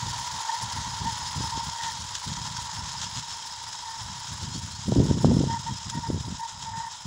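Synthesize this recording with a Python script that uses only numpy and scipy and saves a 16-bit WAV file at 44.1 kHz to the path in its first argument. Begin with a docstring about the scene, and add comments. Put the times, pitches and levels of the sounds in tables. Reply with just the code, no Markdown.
"""Beside a garden track, one microphone in the open air. From the start a model steam train is close,
chuffing quickly, four beats to a wheel turn; its wheels hiss, scuff and roll with a hollow ring.
From 0.5 s they squeal in bursts on the curve, and from 1.8 s they clack over joints as the train
draws away along a rock wall. Near 4.5 s a bird chirps twice, faintly. Around 5 s the wind, there all
along, buffets the microphone in one strong gust, and the train runs on, farther off."""
import sys
import numpy as np
from scipy import signal
from scipy.fft import rfft, irfft
from scipy.io import wavfile
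from scipy.ndimage import uniform_filter1d

SR = 44100
rng = np.random.default_rng(int(sys.argv[2]) if len(sys.argv) > 2 else 0)


def inscribe(sig):
    """Save sig as 16-bit PCM at rate SR to the path in sys.argv[1].

    A 1-D sig is mono; a 2-D sig holds one channel per row.
    Samples are clipped to [-1, 1] before scaling.
    """
    pcm = np.round(np.clip(np.atleast_2d(sig).T, -1, 1) * 32767)
    wavfile.write(sys.argv[1], SR, pcm.astype(np.int16))


N = 311346
TIME = np.arange(N) / SR

# Pace of the engine along the track: time_s, beats_per_s
ENGINE_SPEED = [(0.0, 23.14), (0.59, 22.31), (1.18, 21.47), (1.76, 21.56), (2.35, 21.7), (2.94, 22.12),
                (3.53, 22.67), (4.11, 23.35), (4.7, 23.91), (5.29, 23.47), (5.88, 23.14), (6.46, 21.37),
                (7.05, 20.64)]
def beat_count():
    """Exhaust beats so far: a measure of the distance run."""
    return np.cumsum(curve(ENGINE_SPEED)) / SR - .3


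# The four uneven beats of a wheel turn: accent_db
BEAT_ACCENTS = [7.7, 7.8, 8.1, 3.8]
# Exhaust steam at the microphone, close at first, then farther off: time_s, level_db
EXHAUST_LEVEL = [(0, -44.5), (1.5, -44), (3, -48.5), (4.5, -48), (5.8, -51), (7.06, -52.5)]
# Colour of the steam at the chimney: frequency_hz, gain_db
CHIMNEY_COLOUR = [(700, -13), (1700, -9.5), (2500, -15.5), (4400, -5.5), (5200, 3.5), (6100, -3),
                  (7200, -4), (8900, -11.5), (9900, -8), (10800, -13.5), (12000, -36), (13700, -37),
                  (15300, -15.5)]
def chuffs(sharpness=0.56, leak=0.092, uneven_db=3.0, crackle_db=-11):
    """Each piston stroke lets a puff of steam up the chimney."""
    beats = beat_count()
    accent = gain_of(BEAT_ACCENTS)[np.round(beats).astype(int) % len(BEAT_ACCENTS)]
    puffs = abs(np.cos(np.pi * beats)) ** sharpness
    valve = leak + accent * puffs * gain_of(uneven_db * wander(26))
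    crackle = gain_of(crackle_db) * specks(per_s=320)  # fine, faint treble crackle in the chuffs
    steam = coloured(noise() + crackle, CHIMNEY_COLOUR)
    return gain_of(curve(EXHAUST_LEVEL)) * unit_rms(valve) * steam


# Wheels hissing on the rails, fading with distance: time_s, relative_level_db
HISS_LEVEL = [(0, -36), (1.8, -36.5), (2.7, -38), (3.4, -39.5), (4.4, -39.5), (5.85, -39.5), (6.15, -43.5),
              (7.06, -45)]
# How hard one wagon wheel rubs: time_s, relative_level_db
SCUFF_LEVEL = [(0, -49), (1.4, -45), (2.3, -44), (3.1, -40), (3.75, -54), (4.3, -45), (4.55, -47),
               (5.9, -60), (6.55, -44), (7.06, -47)]
# High ringing of the wheels: pitch_hz, width_hz, gain_db
HIGH_WHEEL_MODES = [(3249, 110, 2), (3840, 180, -1.5), (4020, 74, -26), (4640, 75, -2), (6200, 110, -8.5),
                    (6580, 150, -6), (6826, 130, 3), (7660, 200, -12)]
def wheel_hiss(hiss_db=-2.12, scuff_db=3.0, uneven_db=2.0, flutter_db=2.14, grit_db=-9, ring_db=-10):
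    """Gritty rolling contact hisses, swells as a wheel scuffs once a turn, and sets the wheels ringing."""
    turns_per_beat, rub_at_turns, rub_width_turns = .3135, .76, .31
    turns_from_rub = (turns_per_beat * beat_count() - rub_at_turns + .5) % 1 - .5
    rub = .5 ** ((2 * turns_from_rub / rub_width_turns) ** 2)
    scuff_power = rub * gain_of(curve(SCUFF_LEVEL) + scuff_db + uneven_db * wander(2.7)) ** 2
    hiss_power = gain_of(curve(HISS_LEVEL) + hiss_db) ** 2
    grit = gain_of(grit_db) * specks(per_s=300)
    contact = noise() * gain_of(flutter_db * wander(79)) + grit
    hiss = receding(contact)
    ring = gain_of(ring_db) * ringing(HIGH_WHEEL_MODES)
    return np.sqrt(hiss_power + scuff_power) * (hiss + ring)


# Colour of the wheels near the microphone and far down the track: frequency_hz, gain_db
NEAR_COLOUR = [(600, -16.5), (1500, -3.5), (2450, -11), (2800, -6.5), (3250, -1), (4600, -1), (5100, -3.5),
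               (5700, -1.5), (7100, -2), (8900, -18), (10500, -23.5), (12000, -30.5), (13800, -36),
               (15300, -30)]
FAR_COLOUR = [(600, -18), (1400, -0.5), (2050, -10), (2300, -11), (3300, 1), (3850, 2), (4600, -7),
              (5200, 2.5), (6100, 0.5), (7500, 1), (8900, -18), (10500, -24.5), (12200, -43), (15500, -32)]
def receding(x):
    """Bright sound from the wheels changes colour as the train draws away."""
    far = TIME / TIME[-1]
    return (1 - far) * coloured(x, NEAR_COLOUR) + far * coloured(x, FAR_COLOUR)


# Rolling wheels, heard from the trackside: time_s, level_db
ROLL_LEVEL = [(0, -37), (0.4, -36), (1.35, -38.5), (1.85, -38.5), (2.05, -43.5), (2.6, -39), (3.2, -43.5),
              (4.15, -43), (4.7, -49), (5.0, -44.5), (6.4, -46.5), (6.82, -43), (7.06, -50.5)]
# Hollow resonances of wheels and track: pitch_hz, base_width_hz, gain_db
HOLLOW_MODES = [(932.3, 105, 3.5), (971, 216, -7), (1368, 98, -12), (1825, 400, -15.5)]
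def rolling(rough_db=2.0, broaden=1.18):
    """Uneven rails shake the wheels, which ring in a few broad resonances."""
    contact = gain_of(rough_db * wander(24))
    ring = sum(gain_of(db) * resonate_twice(contact * noise(), hz, broaden * width)
               for hz, width, db in HOLLOW_MODES)
    return gain_of(curve(ROLL_LEVEL)) * steadied(ring, size=4000)


# Flanges rubbing on the curve: start_s, end_s, relative_level_db, overtones_db
FLANGE_RUBS = [(0.492, 0.505, -21.5, 1), (0.521, 0.571, -31, -5), (1.056, 1.104, -28, -2),
               (1.433, 1.477, -33.5, -14), (1.516, 1.646, -34, -14), (1.788, 1.919, -35, 6),
               (3.843, 3.958, -38.5, 0), (5.09, 5.11, -34.5, -13), (5.488, 5.575, -29.5, -2),
               (5.664, 5.702, -31, -3), (5.929, 5.996, -36, 2.5), (6.033, 6.08, -33, -2),
               (6.392, 6.465, -33, -3), (6.65, 6.705, -35.5, -3), (6.733, 6.883, -34, 1)]
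def squeal(pitch_hz=921.7, level_db=-1, chatter_db=3.5, octave_db=-15, rasp_db=-18, edge_s=0.011):
    """Stick and slip locks the lowest wheel resonance into a tone; hard rubs add an octave and a rasp."""
    grip, bite = np.zeros(N), np.zeros(N)
    for start, end, db, overtones_db in FLANGE_RUBS:
        rub = gain_of(db) * np.clip(.5 + np.minimum(TIME - start, end - TIME) / edge_s, 0, 1)
        grip += rub
        bite += rub * gain_of(overtones_db)
    waver = 1 + 0.0131 * wander(67) + 0.01118 * wander(11.84)  # fast jitter, slower drift
    phase = 2 * np.pi * np.cumsum(pitch_hz * waver) / SR
    smear = 0.38  # makes the octave ragged
    octave = (1 + smear * wander(90)) * np.sin(2 * phase) + smear * wander(90) * np.cos(2 * phase)
    rasp = coloured(noise(), [(500, -17), (900, 1), (1300, 6), (2050, 10.5), (2300, -43), (5000, -50)])
    overtones = gain_of(octave_db) * unit_rms(octave) + gain_of(rasp_db) * rasp
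    chatter = steadied(gain_of(chatter_db * wander(39)), size=900)
    return gain_of(level_db) * chatter * (grip * unit_rms(np.sin(phase)) + bite * overtones)


# Thin ringing note of the exhaust: time_s, relative_level_db
SINGING_LEVEL = [(0, -48), (0.9, -45), (1.4, -39), (1.9, -46.5), (3.2, -43.5), (4.6, -48), (5.8, -44),
                 (6.15, -49), (7.06, -49)]
# The close pair of resonances that the exhaust rings: pitch_hz, width_hz, gain_db
EXHAUST_MODES = [(5070, 280, 2), (5345, 110, -3.5)]
def exhaust_singing(level_db=-1.5, beat_db=2.5, turn_db=0.5, loudest_at_turns=0.26, uneven_db=0.5):
    """A thin metallic note throbs with each exhaust beat and swells once a turn of the driving wheels."""
    beats = beat_count()
    turns = beats / len(BEAT_ACCENTS)
    pulse_db = beat_db * np.cos(2 * np.pi * beats)
    swell_db = turn_db * np.cos(2 * np.pi * (turns - loudest_at_turns))
    throb = unit_rms(gain_of(pulse_db + swell_db + uneven_db * wander(4.7)))
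    note = steadied(ringing(EXHAUST_MODES), size=5000)
    return gain_of(curve(SINGING_LEVEL) + level_db) * throb * note


# Wheels knocking over rail joints: time_s, level_db, decay_s
JOINT_KNOCKS = [(1.834, -33.5, 0.041), (2.152, -25.5, 0.0062), (2.286, -40, .002), (2.566, -29.5, .007),
                (3.043, -29, 0.0045), (3.173, -29.5, 0.0035), (5.899, -27.5, .006)]
def clacks(rise_s=0.00043):
    """Each knock is a short rattle of small metal parts."""
    blows = np.zeros(N)
    for at, db, decay in JOINT_KNOCKS:
        age = TIME - at
        blows += gain_of(db) * np.exp(np.minimum(age, 0) / rise_s - np.maximum(age, 0) / decay)
    return blows * receding(noise())


# Light breeze through the garden: time_s, level_db
GARDEN_BREEZE = [(0, -41), (0.25, -45), (0.52, -61.5), (0.68, -45), (1.68, -47.5), (1.8, -50.5),
                 (2.45, -46.5), (3.05, -42), (3.3, -53), (3.9, -57.5), (4.02, -46), (4.8, -41.5),
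                 (5.63, -50), (6.32, -35.5), (6.45, -55.5), (6.62, -48.5), (6.95, -51)]
# Gusts reaching the microphone: start_s, fall_time_s, level_db
MICROPHONE_GUSTS = [(0.01, 0.18, -34.5), (0.607, 0.072, -33.5), (0.85, 0.2, -38.5), (0.995, .16, -32),
                    (1.347, .16, -30.5), (1.53, 0.059, -34), (2.256, 0.13, -31.5), (2.767, 0.079, -35.5),
                    (3.165, 0.044, -34), (4.286, 0.047, -32), (4.395, 0.18, -34), (4.534, .09, -31.5),
                    (4.864, 0.14, -22), (4.955, 0.11, -16), (5.037, 0.24, -22), (5.228, 0.29, -17),
                    (5.693, 0.072, -30), (5.855, 0.045, -29.5), (5.94, .08, -27.5), (6.064, 0.21, -27.5),
                    (6.756, 0.045, -34), (7.044, 0.12, -28.5)]
def wind_strength(restless_db=4.5, rise_s=0.021, fall_db=-14):
    """Wind level in dB: over a restless breeze, gusts rise quickly, then die away ever faster."""
    power = gain_of(curve(GARDEN_BREEZE) + restless_db * wander(6.2)) ** 2
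    for start, fall_time, db in MICROPHONE_GUSTS:
        age = np.maximum(TIME - start, 0)
        rise = np.minimum(age / rise_s, 1)
        power += (rise * gain_of(db + fall_db * (age / fall_time) ** 2)) ** 2
    return 10 * np.log10(power)


# Colour of a light breeze and of a full gust on the microphone: frequency_hz, gain_db
BREEZE_COLOUR = [(20, -34), (40, -15), (65, -1), (110, 5), (170, -3), (250, -13), (360, -34), (600, -28.5),
                 (1200, -42), (3000, -90)]
GUST_COLOUR = [(20, -36), (40, -18), (70, -0.5), (140, 6.5), (260, -0.5), (400, -11.5), (650, -24.5),
               (1000, -33), (1600, -56), (3000, -85)]
def wind(lumpy_db=5.0, breeze_db=-40, gust_db=-22):
    """Lumpy turbulence on the microphone; stronger wind sheds smaller, brighter eddies."""
    strength_db = wind_strength()
    gusty = np.clip((strength_db - breeze_db) / (gust_db - breeze_db), 0, 1)
    eddies = noise() * gain_of(lumpy_db * wander(63))
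    pressure = (1 - gusty) * coloured(eddies, BREEZE_COLOUR) + gusty * coloured(eddies, GUST_COLOUR)
    return gain_of(strength_db) * steadied(pressure, size=1400)


# Single eddies slapping the microphone: time_s, push_db, half_width_s
EDDY_SLAPS = [(1.407, -22, 0.00086), (1.5772, -24.5, 0.00078), (4.9223, -10, 0.00049), (4.96, -14, 0.00061),
              (4.9841, -11, 0.00088), (5.002, -5.5, 0.00077), (5.1123, -7.5, 0.00076),
              (5.2463, -3.5, 0.00041), (5.318, -14.5, 0.00051), (5.391, -9.5, 0.0013),
              (5.44, -15.5, 0.00044), (6.103, -11, 0.00074), (6.1456, -16, 0.00099)]
def buffets(suction=0.35, low_cut_hz=60):
    """An eddy pushes sharply, then sucks back for longer."""
    pressure = np.zeros(N)
    for at, db, half_width in EDDY_SLAPS:
        near = abs(TIME - at) < .02
        offset = (TIME[near] - at) / half_width
        after = np.maximum(offset, 0) / 2
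        push = np.exp(-offset ** 2)
        pull = suction * after ** 2 * np.exp(2 * (1 - after))
        pressure[near] += gain_of(db) * (push - pull)
    return signal.sosfilt(signal.butter(1, low_cut_hz, "high", fs=SR, output="sos"), pressure)


# A faint bird in the garden: start_s, length_s, first_pitch_hz, last_pitch_hz, level_db
BIRD_CHIRPS = [(4.508, 0.068, 4050, 4600, -41.5), (4.665, 0.12, 3800, 4520, -45.5)]
def bird():
    """Thin whistles that rise steadily and are loudest about two thirds of the way up."""
    whistles = np.zeros(N)
    for start, length, first_hz, last_hz, db in BIRD_CHIRPS:
        progress = np.clip((TIME - start) / length, 0, 1)
        pitch_hz = first_hz + (last_hz - first_hz) * progress
        swell = np.sqrt(abs(np.sin(np.pi * progress ** 1.8)))
        whistles += gain_of(db) * swell * np.sin(2 * np.pi * np.cumsum(pitch_hz) / SR)
    return whistles


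# Colour of the outdoor air in the distance: frequency_hz, gain_db
AIR_COLOUR = [(20, -8), (80, 10), (200, -32), (400, -15.5), (800, 1.5), (2000, -7), (6000, -8),
              (15000, -58)]
def air(level_db=-56):
    """The soft wash of the open air."""
    return gain_of(level_db) * coloured(noise(), AIR_COLOUR)


def gain_of(db):
    """Decibels to amplitude."""
    return 10 ** (np.asarray(db) / 20)


def unit_rms(x):
    """Scales to an rms of one."""
    return x / np.sqrt(np.mean(x ** 2) + 1e-20)


def curve(rows):
    """Joins (time_s, value) rows by straight lines."""
    return np.interp(TIME, *np.transpose(rows))


def coloured(x, points):
    """Filters x by (frequency_hz, gain_db) points, at unit rms."""
    hz, db = np.transpose(points)
    bins = np.fft.rfftfreq(N, 1 / SR)
    gain = gain_of(np.interp(np.log(bins + 1), np.log(hz), db))
    return unit_rms(irfft(rfft(x) * gain, N))


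def noise():
    """White noise."""
    return rng.standard_normal(N)


def specks(per_s):
    """Randomly scattered clicks, at unit rms."""
    return unit_rms((rng.random(N) < per_s / SR) * noise())


def wander(rate_hz):
    """Smooth random motion of unit rms, up to about the given rate."""
    bins = np.fft.rfftfreq(N, 1 / SR)
    return unit_rms(irfft(rfft(noise()) * np.exp(-.5 * (bins / rate_hz) ** 2), N))


def steadied(x, size):
    """Takes out swells slower than about size samples, leaving the fast grain."""
    return x / np.sqrt(uniform_filter1d(uniform_filter1d(x ** 2, size), size) + 1e-9)


def resonate_twice(x, hz, width_hz):
    """Two passes through a two-pole resonance of gain one."""
    pole = np.exp((-np.pi * width_hz + 2j * np.pi * hz) / SR)
    for _ in range(2):
        x = 2 * signal.lfilter([1 - abs(pole)], [1, -pole], x).real
    return x


def ringing(modes, swell_db=3.5):
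    """Noise-driven modes, each swelling on its own."""
    return unit_rms(sum(gain_of(db + swell_db * wander(9.6)) * unit_rms(resonate_twice(noise(), hz, width))
                        for hz, width, db in modes))


def scene():
    """Train, wind and garden at one trackside microphone."""
    train = chuffs() + wheel_hiss() + clacks() + exhaust_singing() + rolling() + squeal()
    return (train + wind() + buffets() + bird() + air())[None]


def record(dry):
    """The recorder's band limit cuts the highest treble."""
    edge_hz = 15750
    low_pass = signal.firwin(1023, edge_hz, window=("kaiser", 9), fs=SR)
    return signal.oaconvolve(dry, low_pass[None], "same")


dry = scene()
out = record(dry)
inscribe(out)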